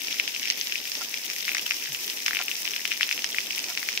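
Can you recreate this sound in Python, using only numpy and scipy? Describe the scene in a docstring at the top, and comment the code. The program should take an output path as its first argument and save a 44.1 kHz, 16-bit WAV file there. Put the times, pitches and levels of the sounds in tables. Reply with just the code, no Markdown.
"""Spray from a broken pipe

Water jets from a broken pipe beside a dirt road: it hisses, and patters down on leaves and soil.
Stray drops strike the hand-held camera by its two microphone ports, which ring briefly.
As the camera turns, the finest fizz drifts to the right and the low rush to the left.
Three scuffs excite the modes of its case, and a faint low tone slides down once."""
import sys
import numpy as np
from scipy import signal
from scipy.fft import rfft, irfft, next_fast_len
from scipy.io import wavfile
from scipy.ndimage import map_coordinates

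SR = 44100
rng = np.random.default_rng(int(sys.argv[2]) if len(sys.argv) > 2 else 0)


def generate_wav(signal):
    """Clip the signal to [-1, 1] and save it as 16-bit WAV at the path in sys.argv[1]."""
    frames = np.transpose(np.atleast_2d(signal))
    scaled = np.clip(frames, -1, 1) * 32767
    pcm = np.round(scaled).astype(np.int16)
    wavfile.write(sys.argv[1], SR, pcm)


N = 176400

# response of the two ports to close spray: frequency_hz, left_relative_db, right_relative_db
PORT_RESPONSE = [(98, -37, -47), (670, -28, -21), (1390, -14, -19), (1880, -3.5, -9), (2470, 1.5, -6),
                 (3830, -3.5, -5.5), (4490, -8.5, -3.5), (5230, 0, 3.5), (5890, 1.5, 0), (6920, -6, -7.5),
                 (7600, -11.5, -10.5), (10130, -13.5, -13.5), (11600, -8, -18), (12300, -12, -11.5),
                 (13700, -5, -13.5), (14300, -8.5, -9.5), (15800, -13.5, -11)]
# spectrum of the jet and of water on soil: frequency_hz, relative_db
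RUSH_SPECTRUM = [(25, -9), (60, -20), (100, -15), (150, -8), (220, -0.5), (370, 1), (600, -3.5), (1000, -5),
                 (1600, -11.5), (3000, -35)]
# likeness of the rush at the two ports: frequency_hz, correlation
RUSH_COHERENCE = [(60, 0.76), (200, 0.98), (400, 0.99), (700, 0.94), (1500, 0.38)]
# flurries of small droplets on the camera: centre_s, half_length_s, level_db
FLURRY_SWELLS = [(0.123, 0.013, -28.5), (0.476, 0.045, -34), (1.856, 0.045, -34.5)]
# large drops on the camera: time_s, tap_relative_db, pitch_hz, splash_relative_db
DROP_IMPACTS = [(0.084, -10.5, 2410, -35), (0.1987, 0, 2500, -28), (.278, -8, 2620, -28.5),
                (.348, -13, 2950, -38.5), (0.363, -11, 2520, -44), (0.4298, -13.5, 2700, -42),
                (0.4377, -16, 2620, -36), (.4555, -10, 2540, -33), (0.4744, -12.5, 2410, -31),
                (0.4827, -18, 2530, -30), (.5014, -16, 2930, -18), (.509, -16, 2400, -26),
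                (0.6125, -14, 2520, -22), (.6712, -21, 2840, -28), (0.7232, -7, 2760, -29),
                (0.7566, -6.5, 2520, -39), (1.142, -9.5, 2520, -28.5), (1.3004, -14.5, 2340, -32),
                (1.481, -8, 2110, -42), (1.4855, -11, 2770, -39), (1.4926, -5, 2410, -35),
                (1.518, -10, 2430, -41), (1.548, -23, 2300, -23), (1.551, -9.5, 2030, -35),
                (1.569, -10, 2060, -32), (1.582, -9.5, 2460, -27.5), (1.5947, -11, 2740, -33),
                (1.662, -12, 2910, -38), (1.665, -9, 2940, -31), (1.7096, -3.5, 2380, -27),
                (1.7195, -10.5, 2260, -37), (1.9482, -10.5, 2900, -37), (2.079, -16, 2900, -32),
                (2.0994, -22, 2830, -27), (2.263, -3.5, 2900, -21), (2.282, -4.5, 2040, -25.5),
                (2.3094, -10, 1720, -31), (2.3328, -9.5, 1970, -36), (2.3495, -8, 2680, -35),
                (2.3588, -9, 2570, -38), (2.3699, -4.5, 2500, -37), (2.3904, -7.5, 2550, -37),
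                (2.4137, -15, 2700, -29), (2.4232, -12, 2580, -39), (2.4828, -8.5, 2630, -31),
                (2.515, -9, 2750, -34), (2.6535, -12.5, 2600, -29.5), (2.6772, -7.5, 2700, -39),
                (2.7362, -11.5, 2780, -40), (2.7632, -7.5, 2920, -31), (2.8536, -5, 2500, -30.5),
                (2.914, -11, 2520, -39), (2.9183, -4.5, 2570, -42), (2.9264, -9.5, 2710, -34),
                (3.01, -3, 2000, -31), (3.019, -8, 2820, -34), (3.031, 0, 2780, -26.5),
                (3.0913, -12.5, 2550, -28.5), (3.1126, -3, 2430, -40), (3.1262, -14, 2320, -26),
                (3.1782, -12, 2700, -48), (3.192, -12.5, 2490, -39), (3.2437, -14, 2540, -21),
                (3.3463, -11.5, 2030, -42), (3.3849, -2, 2310, -42), (3.5079, -9, 2640, -38),
                (3.58, -10.5, 2480, -39), (3.592, -21, 3000, -26), (3.642, -40, 2630, -28.5),
                (3.775, -7, 2740, -28), (3.8297, -12.5, 1980, -32), (3.8887, -4.5, 2340, -29.5),
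                (3.9756, -9, 2690, -24)]
# gain on the low body of the large drops: time_s, gain_db
DROP_BODY_GAIN = [(.8, -16), (1.55, 3.5), (3.2, -2)]
# rubs on the case: centre_s, half_length_s, level_db
CASE_SCUFFS = [(1.018, 0.0093, -37), (2.408, 0.013, -35), (3.703, 0.022, -41)]
# modes of the case: frequency_hz, bandwidth_hz, relative_db
CASE_MODES = [(395, 58, -9), (704, 98, 3.5), (990, 140, 3.5), (1380, 100, 8), (1790, 120, 4),
              (2300, 160, 1), (2760, 150, -20)]
# gain on the treble as the camera turns: time_s, left_db, right_db
TREBLE_GAIN = [(0, 1.5, -3), (.8, 1, -5), (1.3, 3, -2), (2.2, 3.5, 1), (3, 0.5, 0.5), (4, -1, 2.5)]

SPLASH_TOP_HZ, SPATTER_TOP_HZ = 6820, 4200
TIME_S = np.arange(N) / SR


def amp(db):
    """Amplitude grows tenfold for every 20 decibels."""
    return 10 ** (np.asarray(db) / 20)


def unit(x):
    """Normalisation to an rms of 1."""
    return x / np.sqrt(np.mean(x ** 2) + 1e-20)


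def spectrum_at(table, hz):
    """Interpolation of each column on a logarithmic frequency axis."""
    knots_hz, *columns = np.transpose(table)
    return np.array([np.interp(np.log(hz + 1), np.log(knots_hz + 1), column) for column in columns])


def curves(table):
    """Linear interpolation of each column in time."""
    knots_s, *columns = np.transpose(table)
    return np.array([np.interp(TIME_S, knots_s, column) for column in columns])


def swells(table):
    """Superposition of Gaussian envelopes."""
    return sum(amp(db) * np.exp(-((TIME_S - centre_s) / half_s) ** 2) for centre_s, half_s, db in table)


def wobble(knots_per_s):
    """Smooth random modulation: a spline through bounded random values, rms 1."""
    knots = np.tanh(rng.standard_normal(2048))
    return unit(map_coordinates(knots, [TIME_S * knots_per_s], mode="wrap"))


def lowpass(hz, edge_hz):
    """Gain of a low-pass filter that falls 48 dB an octave above its edge."""
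    return 1 / (1 + (hz / edge_hz) ** 8)


def filtered(x, response):
    """Linear filtering multiplies the spectrum by a frequency response."""
    size = 2 * next_fast_len(N // 2 + SR // 10)
    return irfft(rfft(x, size) * response(np.fft.rfftfreq(size, 1 / SR)), size)[..., :N]


def add(track, start_s, sound):
    """Superposition of a short stereo sound on a track."""
    start = max(round(start_s * SR), 0)
    part = track[:, start:start + sound.shape[1]]
    part += sound[:, :part.shape[1]]


def ports(hz):
    """The resonances of the two ports form minimum-phase filters of mean power 1."""
    magnitude = unit(amp(spectrum_at(PORT_RESPONSE, hz)))
    cepstrum = irfft(np.log(magnitude))
    half = cepstrum.shape[1] // 2
    cepstrum[:, 1:half] *= 2  # folding the cepstrum makes the response causal
    cepstrum[:, half + 1:] = 0
    return np.exp(rfft(cepstrum))


def impacts(per_s, spread_db):
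    """Independent impacts form a Poisson process, here with capped log-normal sizes."""
    size = amp(spread_db * np.minimum(rng.standard_normal(N), 2))
    return (rng.random(N) < per_s / SR) * size * rng.choice([-1, 1], N)


def ticks(shared_per_s, spread_db, decay_s):
    """Decaying noise bursts add in power; each port hears the shared ones and as many of its own."""
    own = np.array([impacts(shared_per_s, spread_db) for _ in range(2)])
    shared = impacts(shared_per_s, spread_db)
    power = signal.lfilter([1], [1, -np.exp(-2 / (decay_s * SR))], shared ** 2 + own ** 2)
    return unit(np.sqrt(power) * rng.standard_normal((2, N)))


def spray(flutter_db=1.5):
    """The jet hisses as broadband noise; water on leaves and fine mist add shot noise."""
    hiss = rng.standard_normal((2, N)) * amp(flutter_db * wobble(45))
    patter = ticks(shared_per_s=190, spread_db=10.5, decay_s=0.0014)
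    patter = filtered(patter, lambda hz: np.sqrt(lowpass(hz, SPLASH_TOP_HZ)))
    mist = ticks(shared_per_s=130, spread_db=6.5, decay_s=0.0018)
    mist = filtered(mist, lambda hz: 1 - lowpass(hz, edge_hz=6600))
    hiss_and_patter = filtered(amp(-35.5) * hiss + amp(-36.5) * patter, ports)
    return hiss_and_patter + amp(-41.5) * unit(filtered(mist, ports))


def rush(level_db=-52, flutter_db=1.78):
    """The jet and water drumming on soil make low noise that is largely coherent at the two ports."""
    def mid_and_side(hz):
        """The balance of sum and difference sets the correlation between the channels."""
        angle = np.arccos(np.clip(spectrum_at(RUSH_COHERENCE, hz)[0], -1, 1)) / 2
        return amp(spectrum_at(RUSH_SPECTRUM, hz)) * [np.cos(angle), np.sin(angle)]

    mid, side = filtered(rng.standard_normal((2, N)), mid_and_side)
    return amp(level_db + flutter_db * wobble(25)) * unit(np.array([mid + side, mid - side]))


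def tap(pitch_hz, ring_cycles=1.13, rise_share=0.59, right_db=-9, right_lead_s=0.00008):
    """An impact excites a damped oscillation of the ports, which peaks 5 ms in."""
    t = np.arange(-SR // 200, SR // 100) / SR + np.array([[0], [right_lead_s]])
    stretch = np.exp(0.16 * rng.standard_normal())  # ring time scatters from tap to tap
    age = t * pitch_hz / (ring_cycles * stretch)  # in ring times
    attenuation = np.where(t < 0, (age / rise_share) ** 2, np.hypot(age, 0.5) - 0.5)
    envelope = np.exp(-attenuation) / np.sqrt(stretch)
    return amp([[0], [right_db]]) * envelope * np.cos(2 * np.pi * (pitch_hz * t + rng.random()))


def droplets(count, pitch_hz, log_pitch_spread, spread_db):
    """Small impacts at random times superpose into a crackle of rms 1."""
    taps = np.zeros((2, N))
    starts_s = rng.uniform(0, N / SR, count)
    deviations = np.clip(rng.standard_normal((count, 2)), -2, 1.5)
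    for start_s, (size, detune) in zip(starts_s, deviations):
        add(taps, start_s, amp(spread_db * size) * tap(pitch_hz * np.exp(log_pitch_spread * detune)))
    return unit(filtered(taps, lambda hz: 1 - lowpass(hz, edge_hz=1610)))


def shower(sprinkle_db=-43):
    """A thin sprinkle taps the camera; in flurries the finest impacts overlap into a wash of noise."""
    sprinkle = droplets(count=330, pitch_hz=2860, log_pitch_spread=0.19, spread_db=5.5)
    dense = droplets(count=900, pitch_hz=2430, log_pitch_spread=0.24, spread_db=8.5)
    noise = rng.standard_normal((2, N))
    wash = unit(filtered(noise, lambda hz: ports(hz) * lowpass(hz, SPLASH_TOP_HZ)))
    return amp(sprinkle_db) * sprinkle + swells(FLURRY_SWELLS) * unit(dense + amp(1) * wash)


def drops(splash_decay_s=0.00043, spatter_lead_s=0.008, spatter_rise_s=0.0028, spatter_decay_s=0.018):
    """Each large drop excites the ports on impact, bursts in a splash and throws off a spatter."""
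    taps, water = np.zeros((2, 2, N))
    t = np.arange(4096) / SR
    bins_hz = np.fft.rfftfreq(len(t), 1 / SR)
    colour = ports(bins_hz)
    age_s = t - spatter_lead_s  # some fine droplets arrive just ahead of the drop
    cloud = np.exp(np.minimum(age_s / spatter_rise_s, -age_s / spatter_decay_s))

    def burst(envelope, top_hz):
        """A noise transient filtered by the ports, with energy 1 in each."""
        noise = rng.standard_normal((2, len(t))) * envelope
        heard = irfft(rfft(noise) * colour * np.sqrt(lowpass(bins_hz, top_hz)))
        return heard / np.linalg.norm(heard, axis=1, keepdims=True)

    for time_s, tap_db, pitch_hz, splash_db in DROP_IMPACTS:
        add(taps, time_s - 0.005, amp(tap_db - 0.36) * tap(pitch_hz))
        splash = burst(np.sqrt(t) * np.exp(-t / splash_decay_s), SPLASH_TOP_HZ)
        spatter = burst(rng.standard_normal(len(t)) ** 2 * cloud, SPATTER_TOP_HZ)
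        splash_gain = amp(splash_db + 23.5) * amp([[0], [1]])  # 1 dB stronger on the right
        spatter_gain = np.hypot(amp(tap_db), amp(splash_db + 17.5))  # grows with tap and splash
        add(water, time_s, splash_gain * splash)
        add(water, time_s - spatter_lead_s, spatter_gain * spatter)
    hits = filtered(taps, lambda hz: hz ** 2 / (hz ** 2 + 915 ** 2)) + water  # taps carry little bass
    body = filtered(hits, lambda hz: lowpass(hz, edge_hz=1520))
    return hits + (amp(curves(DROP_BODY_GAIN)) - 1) * body


def case_response(hz):
    """Modal superposition: the case responds as a sum of damped resonators of alternating sign."""
    return sum((-1) ** k * amp(db) * 1j * hz * width_hz / (mode_hz ** 2 - hz ** 2 + 1j * hz * width_hz)
               for k, (mode_hz, width_hz, db) in enumerate(CASE_MODES))


def scuffs():
    """Friction, a dense train of tiny impacts, drives the modes of the case."""
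    grit = impacts(per_s=1200, spread_db=1)
    return swells(CASE_SCUFFS) * unit(filtered(grit, case_response))


def low_glide(start_s=1.882, start_hz=172, fall_per_s=7.1, rise_s=0.026, peak_db=-47.5):
    """A faint sinusoid swells and fades while its frequency falls exponentially."""
    age_s = np.maximum(TIME_S - start_s, 0)
    envelope = (age_s / rise_s * np.exp(1 - age_s / rise_s)) ** 2
    pitch_hz = start_hz * np.exp(-fall_per_s * age_s)
    return amp(peak_db) * envelope * np.sin(2 * np.pi * np.cumsum(pitch_hz) / SR)


def pan_treble(x):
    """Level difference: as the camera turns, the treble moves from the left port to the right."""
    treble = filtered(x, lambda hz: 1 - lowpass(hz, edge_hz=7200))
    return x + (amp(curves(TREBLE_GAIN)) - 1) * treble


def shift_arrival(x, left_lead_s=-0.00029, drift_s_per_s=0.0001):
    """Arrival-time difference: as the camera turns, the sound drifts from right of centre to left."""
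    shift_s = (left_lead_s + drift_s_per_s * TIME_S) / 2
    left = np.interp(TIME_S + shift_s, TIME_S, x[0])
    right = np.interp(TIME_S - shift_s, TIME_S, x[1])
    return np.array([left, right])


def scene():
    """In the open air the sources superpose at the ports without reverberation."""
    return pan_treble(spray() + drops()) + shower() + shift_arrival(rush()) + scuffs() + low_glide()


def record(dry):
    """Band limiting: the camera passes nothing above 15.7 kHz."""
    return filtered(dry, lambda hz: hz < 15700)


dry = scene()
out = record(dry)
generate_wav(out)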